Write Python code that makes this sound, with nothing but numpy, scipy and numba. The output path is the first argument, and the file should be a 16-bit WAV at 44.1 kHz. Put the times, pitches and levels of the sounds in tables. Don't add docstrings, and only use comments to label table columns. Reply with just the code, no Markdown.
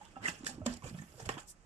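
import sys
import numpy as np
from scipy import signal
from scipy.io import wavfile
from scipy.ndimage import uniform_filter1d
from numba import njit

SR = 44100
rng = np.random.default_rng(int(sys.argv[2]) if len(sys.argv) > 2 else 0)


def level_to_linear(level):
    exponent = np.asarray(level, float) / 20
    return 10 ** exponent


def generate_wav(signal):
    frames = np.transpose(np.atleast_2d(signal))
    scaled = np.clip(frames, -1, 1) * 32767
    pcm = np.round(scaled).astype(np.int16)
    wavfile.write(sys.argv[1], SR, pcm)


N = 72765

# f/Hz, level/dB
AIR_SPECTRUM = [(25, -1), (60, -12.5), (200, -29), (1000, -25.5), (3000, -33.5), (4000, -40.5),
                (7000, -27.5), (13000, -72)]
# t/s, level/dB
HANDLING_LEVEL = [(0, -63.5), (.2, -58.5), (.3, -52), (.38, -62), (.5, -49.5), (.62, -49), (.74, -49.5),
                  (.8, -60.5), (.86, -47), (1.0, -59.5), (1.1, -57.5), (1.302, -48.5), (1.42, -59.5),
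                  (1.65, -66.5)]
# f/Hz, bandwidth/Hz, level/dB
BODY_MODES = [(34, 15.4, -10.5), (54.4, 46, 5.5), (95, 115, 6.5), (130.6, 37, 6.5), (200, 240, -3),
              (228, 35, 1), (289, 16, -18)]
# peak t/s, rise/s, fall T60/s, board level/dB, paper level/dB
RUB_STROKES = [(0.049, 0.096, 1, -61.5, -65.5), (0.167, 0.019, 0.17, -64, -67),
               (0.236, 0.023, 0.79, -47.5, -62), (0.268, 0.044, 0.096, -42.5, -45),
               (0.29, 0.03, 0.077, -41, -36), (.31, 0.011, 0.43, -81, -49.5),
               (0.447, 0.0056, 0.029, -48.5, -52), (.461, 0.0079, 0.085, -54, -48),
               (0.469, 0.0077, 0.027, -41, -33.5), (0.477, 0.0075, 0.09, -66.5, -39.5),
               (.486, .008, 0.18, -53, -44.5), (0.498, 0.012, 0.22, -55, -46.5),
               (0.666, 0.0061, 0.022, -36, -32.5), (0.681, 0.029, 0.3, -46, -46.5),
               (0.737, 0.054, 0.13, -62, -53), (0.772, 0.0092, 0.033, -76, -51.5),
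               (.845, 0.017, 0.24, -54, -53), (0.877, 0.042, 0.17, -53.5, -51),
               (0.899, 0.024, 0.18, -63, -53.5), (0.948, 0.012, 0.31, -57, -66.5),
               (0.991, 0.032, 0.28, -61, -56.5), (1.023, 0.013, 0.28, -60.5, -61),
               (1.1, 0.049, 0.99, -65.5, -64.5), (1.206, 0.036, 0.39, -57.5, -53),
               (1.259, 0.0067, 0.09, -46, -45), (1.294, 0.0059, 0.24, -44, -46),
               (1.346, 0.011, 0.16, -50, -61), (1.384, 0.011, 0.14, -47.5, -53.5),
               (1.403, 0.014, 0.21, -62, -55)]
# f/Hz, bandwidth/Hz, level/dB
BOARD_MODES = [(450, 270, 0), (728, 180, -0.5), (1070, 510, 0.5), (1700, 365, 1), (1900, 300, -0.5),
               (2620, 350, -3.5), (3266, 420, -2)]
# f/Hz, bandwidth/Hz, level/dB
PAPER_MODES = [(5000, 2000, -3.5), (6000, 1120, -7.5), (6950, 880, -4), (8160, 1800, -8.5),
               (10030, 370, -15), (11750, 1700, -16)]
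# t/s, peak level/dB, f/Hz, T60/s
FINGER_TAPS = [(.012, -48, 845, 0.063), (.045, -52, 906, 0.067), (.158, -50, 1310, 0.12),
               (.166, -42.5, 783, 0.082), (.228, -55, 2760, 0.12), (.235, -43.5, 3920, 0.064),
               (.207, -51.5, 1290, .03), (.2825, -30, 2685, 0.03), (.302, -46, 2700, .03),
               (.318, -46, 2782, 0.047), (.4672, -29.5, 1701, 0.023), (.488, -48.5, 780, 0.12),
               (.616, -47, 618, 0.076), (.664, -40.5, 1038, 0.12), (.661, -35.5, 575, 0.037),
               (.675, -38, 533, 0.018), (.676, -47.5, 1500, 0.022), (.706, -46.5, 636, 0.039),
               (.738, -49, 756, .03), (.77, -51.5, 760, .03), (.822, -46.5, 1065, 0.03),
               (.829, -51, 1053, 0.042), (.84, -48, 757, 0.066), (.855, -44, 506, 0.065),
               (.863, -54.5, 2388, 0.2), (.904, -52, 1700, 0.034), (.945, -51.5, 634, 0.044),
               (.988, -47, 1810, 0.034), (1.019, -54.5, 2980, 0.018), (1.021, -50, 1760, 0.028),
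               (1.022, -56.5, 804, 0.058), (1.141, -54.5, 623, 0.046), (1.18, -49, 510, 0.026),
               (1.192, -47.5, 450, 0.12), (1.2, -45.5, 760, 0.078), (1.243, -47, 820, 0.031),
               (1.262, -43.5, 624, 0.045), (1.2908, -35.5, 788, 0.051), (1.2912, -35, 1086, 0.042),
               (1.291, -29, 1830, 0.019), (1.292, -47, 2090, 0.014), (1.203, -46.5, 1673, .03),
               (1.226, -54, 1700, .05), (1.292, -36.5, 443, 0.035), (1.338, -48, 1750, 0.024),
               (1.369, -41.5, 957, 0.043), (1.38, -38.5, 990, 0.015), (1.381, -44, 1756, 0.032),
               (1.433, -53.5, 780, 0.019)]
# t/s, peak level/dB, centre f/Hz
CREASE_CRACKS = [(.052, -45.5, 5000), (0.433, -45, 1010), (0.945, -56, 900), (0.2842, -42, 3870),
                 (0.4454, -48, 7950), (.4475, -34, 5000), (.476, -26.5, 6000), (.4935, -40, 4000),
                 (0.5, -47, 6000), (.822, -49, 4000), (.838, -50, 1500), (.855, -58, 1990),
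                 (.876, -51, 5000), (1.02, -53, 2500), (1.37, -55, 2000), (0.4685, -23.5, 5000),
                 (0.6637, -41, 3830), (0.741, -38, 5000), (1.259, -47, 6000), (1.2907, -22, 1780)]
# t/s, peak level/dB, f/Hz, T60/s
FLAP_BOOMS = [(.163, -47.5, 254, 0.083), (.236, -48, 244.4, 0.33), (.281, -39.5, 175.5, 0.096),
              (.285, -38.5, 279, 0.019), (.313, -48, 252, 0.036), (.312, -51, 86, 0.091),
              (.406, -44, 242, 0.033), (.4345, -39, 273, 0.048), (.487, -44, 227, 0.068),
              (.508, -48, 252, 0.11), (.54, -50, 233, 0.14), (.58, -40.5, 292, 0.048),
              (.602, -41, 252, 0.076), (.615, -39, 95, 0.089), (.6623, -30.5, 241, 0.15),
              (.6743, -33.5, 216, 0.053), (.6947, -40, 239.3, 0.24), (.838, -39.5, 127.6, 0.093),
              (.872, -43, 123.4, 0.02), (.91, -45, 205, 0.024), (.926, -39.5, 141, 0.037),
              (.9432, -35.5, 163, 0.057), (.978, -41.5, 170, 0.06), (.9972, -37.5, 159, 0.046),
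              (1.018, -40, 193, 0.023), (1.034, -46.5, 206, 0.043), (1.15, -49.5, 144, 0.048),
              (1.22, -45, 124, 0.19), (1.268, -40, 95, 0.065), (1.291, -39, 256, 0.021),
              (1.297, -41, 122, 0.035), (1.3705, -38, 293, 0.015)]
# t/s, f/Hz, level/dB
EDGE_SQUEAK = [
    (.232, 2060, -62),
    (0.239, 2040, -44.5),
    (.25, 2010, -37),
    (0.258, 1980, -28),
    (.268, 1978, -33),
    (.275, 1874, -59),
    (.283, 1754, -30),
    (0.286, 1700, -30),
    (0.291, 1660, -56),
]
# f/Hz, bandwidth/Hz, level/dB
SHEET_MODES = [(5930, 1900, -3.5), (7800, 1040, 3), (9500, 2900, -2.5), (12500, 1500, -8)]
BODY_LAGS = (1, 4, 10)

OVERTONE = 2.1
FLICKER_DB = 5.5
LEFT_DB = -4.8
CRACK_T60_S, CRACK_TOP_HZ = 0.0075, 10100
SLIDE_S, SLIDE_HALF_S, SLIDE_DB = 1.5, 0.021, -44.5
BRUSH_S, BRUSH_HALF_S, BRUSH_DB, BRUSH_HZ = 1.12, 0.33, -67.5, 11300
APART = 0.92
PORT_HZ, PORT_ECHO, SHADOW_HZ = 560, 0.37, 12700
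ROOM_T60_S, ROOM_DB, ROOM_HZ = 0.15, -14.5, 1500


@njit
def svf(x, hz, width):
    y, b, l = np.empty(len(x)), 0., 0.
    g, k = np.tan(np.pi * hz / SR), width / hz
    for i in range(len(x)):
        v = (b + g * (x[i] - l)) / (1 + g * (g + k))
        b, l, y[i] = 2 * v - b, l + 2 * g * v, k * v
    return y


def band(x, hz, width):
    return svf(svf(x, hz, width), hz, width)


def unit(x):
    return x / np.sqrt(np.mean(x ** 2))


def fade(t, t60):
    return np.exp(-np.log(1000) * t / t60)


def walk(rate):
    k = int(SR / rate)
    steps = np.repeat(rng.standard_normal(N // k + 1), k)
    return uniform_filter1d(uniform_filter1d(steps, k), k)[:N]


def resonate(x, table, flicker_db, rate):
    total = np.zeros(N)
    for k, (hz, width, db) in enumerate(table):
        level = level_to_linear(db + flicker_db * walk(rate))
        total += (-1) ** k * level * unit(band(x, hz, 2.0 * width))
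    return unit(total)


def air():
    hz, db = np.array(AIR_SPECTRUM).T
    total = np.zeros(N)
    for f in 28 * 2 ** np.arange(0, 9, .5):
        level = level_to_linear(np.interp(np.log(f), np.log(hz), db) + 2.5 * walk(7.63))
        total += level * band(rng.standard_normal(N), f, f / 2)
    return level_to_linear(-64.5) * unit(total)


def handling():
    s, db = np.array(HANDLING_LEVEL).T
    level = level_to_linear(np.interp(np.arange(N) / SR, s, db) - 3)
    return level * resonate(rng.standard_normal(N), BODY_MODES, flicker_db=3.5, rate=24.8)


def grit():
    draw = rng.random((N, 2))
    size = level_to_linear(-2 * np.log(1 - .95 * draw[:, 1]))
    slips = draw[:, 0] < 4000 / SR
    return slips * size * rng.standard_normal(N) + 0.15 * rng.standard_normal(N)


def rubbing():
    t = np.arange(N) / SR
    board, paper = np.zeros(N), np.zeros(N)
    for s, rise, t60, board_db, paper_db in RUB_STROKES:
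        swell = np.exp(-2 * ((s - t) / rise) ** 2)
        power = np.where(t < s, swell, fade(np.maximum(t - s, 0), t60)) ** 2
        board += level_to_linear(2 * board_db) * power
        paper += level_to_linear(2 * paper_db) * power
    board_sound = np.sqrt(board) * resonate(grit(), BOARD_MODES, FLICKER_DB, 59.62)
    paper_sound = np.sqrt(paper) * resonate(grit(), PAPER_MODES, FLICKER_DB, 90.02)
    return board_sound + paper_sound


def rings(table, rise_cycles, over_db):
    out, t = np.zeros(N), np.arange(N) / SR
    for s, db, hz, t60 in table:
        u = np.maximum(t - s, 0)
        decay = fade(u, t60)
        env = (1 - np.exp(-u * hz / rise_cycles)) ** 2 * decay
        overtone = level_to_linear(over_db) * decay * np.sin(2 * np.pi * hz * OVERTONE * u)
        tone = np.sin(2 * np.pi * hz * u) + overtone
        out += level_to_linear(db) * env / env.max() * tone
    return out


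def taps():
    return rings(FINGER_TAPS, rise_cycles=0.28, over_db=-10) * (1 + .5 * unit(walk(500)))


def cracks():
    out, t = np.zeros(N + 2048), np.arange(2048) / SR
    lowpass = signal.butter(2, CRACK_TOP_HZ, fs=SR, output="sos")
    for s, db, hz in CREASE_CRACKS:
        burst = rng.standard_normal(len(t)) * fade(t, CRACK_T60_S)
        snap = signal.sosfilt(lowpass, svf(burst, hz, 2. * hz))
        start = int(s * SR)
        out[start:start + len(t)] += level_to_linear(db) * snap / np.abs(snap).max()
    return out[:N]


def booms():
    return rings(FLAP_BOOMS, rise_cycles=0.39, over_db=-19)


def squeak():
    t = np.arange(N) / SR
    s, hz, db = np.array(EDGE_SQUEAK).T
    pitch = np.interp(t, s, hz) * (1 + .035 * unit(walk(400)))
    sounding = (t > s[0]) & (t < s[-1])
    stutter = 1 + .4 * unit(walk(600))
    size = level_to_linear(np.interp(t, s, db)) * sounding * stutter
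    return size * np.sin(2 * np.pi * np.cumsum(pitch) / SR)


def brushing():
    t = np.arange(N) / SR
    airy = svf(svf(rng.standard_normal(N), BRUSH_HZ, 8400.0), BRUSH_HZ, 8300.0)
    env = np.exp(-((t - BRUSH_S) / BRUSH_HALF_S) ** 4)
    return level_to_linear(BRUSH_DB + 2 * walk(21.0)) * env * unit(airy)


def slide():
    t = np.arange(N) / SR
    env = np.exp(-((t - SLIDE_S) / SLIDE_HALF_S) ** 2)
    return level_to_linear(SLIDE_DB) * env * resonate(rng.standard_normal(N), SHEET_MODES, 3.9, 70.1)


def far_port(x):
    low = signal.sosfiltfilt(signal.butter(2, PORT_HZ, fs=SR, output="sos"), x)
    high = x - low
    for lag in BODY_LAGS:
        echo = np.r_[1, np.zeros(lag - 1), PORT_ECHO]
        high = signal.lfilter(echo[::-1], echo, high)
    return low + high - svf(high, SHADOW_HZ, 7500.0)


def room(x):
    t = np.arange(SR // 2) / SR
    out = []
    for _ in range(2):
        onset = np.minimum(t / 0.0029, 1)
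        tail = rng.standard_normal(len(t)) * fade(t, ROOM_T60_S) * onset
        tail = svf(tail, ROOM_HZ, 2. * ROOM_HZ)
        out.append(signal.fftconvolve(x, tail / np.sqrt(np.sum(tail ** 2)))[:N])
    return level_to_linear(ROOM_DB) * np.array(out)


def scene():
    body = handling() + taps() + cracks() + booms() + squeak()
    shared, other = (air() + rubbing() + brushing() + slide() for _ in range(2))
    right = body + shared
    left = far_port(body + np.sqrt(1 - APART) * shared + np.sqrt(APART) * other)
    balance = level_to_linear([[LEFT_DB / 2], [-LEFT_DB / 2]])
    return (np.array([left, right]) + room(right)) * balance


def roll_off(x):
    return signal.sosfilt(signal.butter(12, 13860, fs=SR, output="sos"), x)


def record(dry):
    x = np.array([c - 0.36 * svf(c, 4007, 1540) for c in dry])
    x = signal.sosfilt(signal.butter(1, 8540, fs=SR, output="sos"), x)
    x = signal.sosfilt(signal.ellip(8, .2, 70, 13200, fs=SR, output="sos"), x)
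    return roll_off(x)


dry = scene()
out = record(dry)
generate_wav(out)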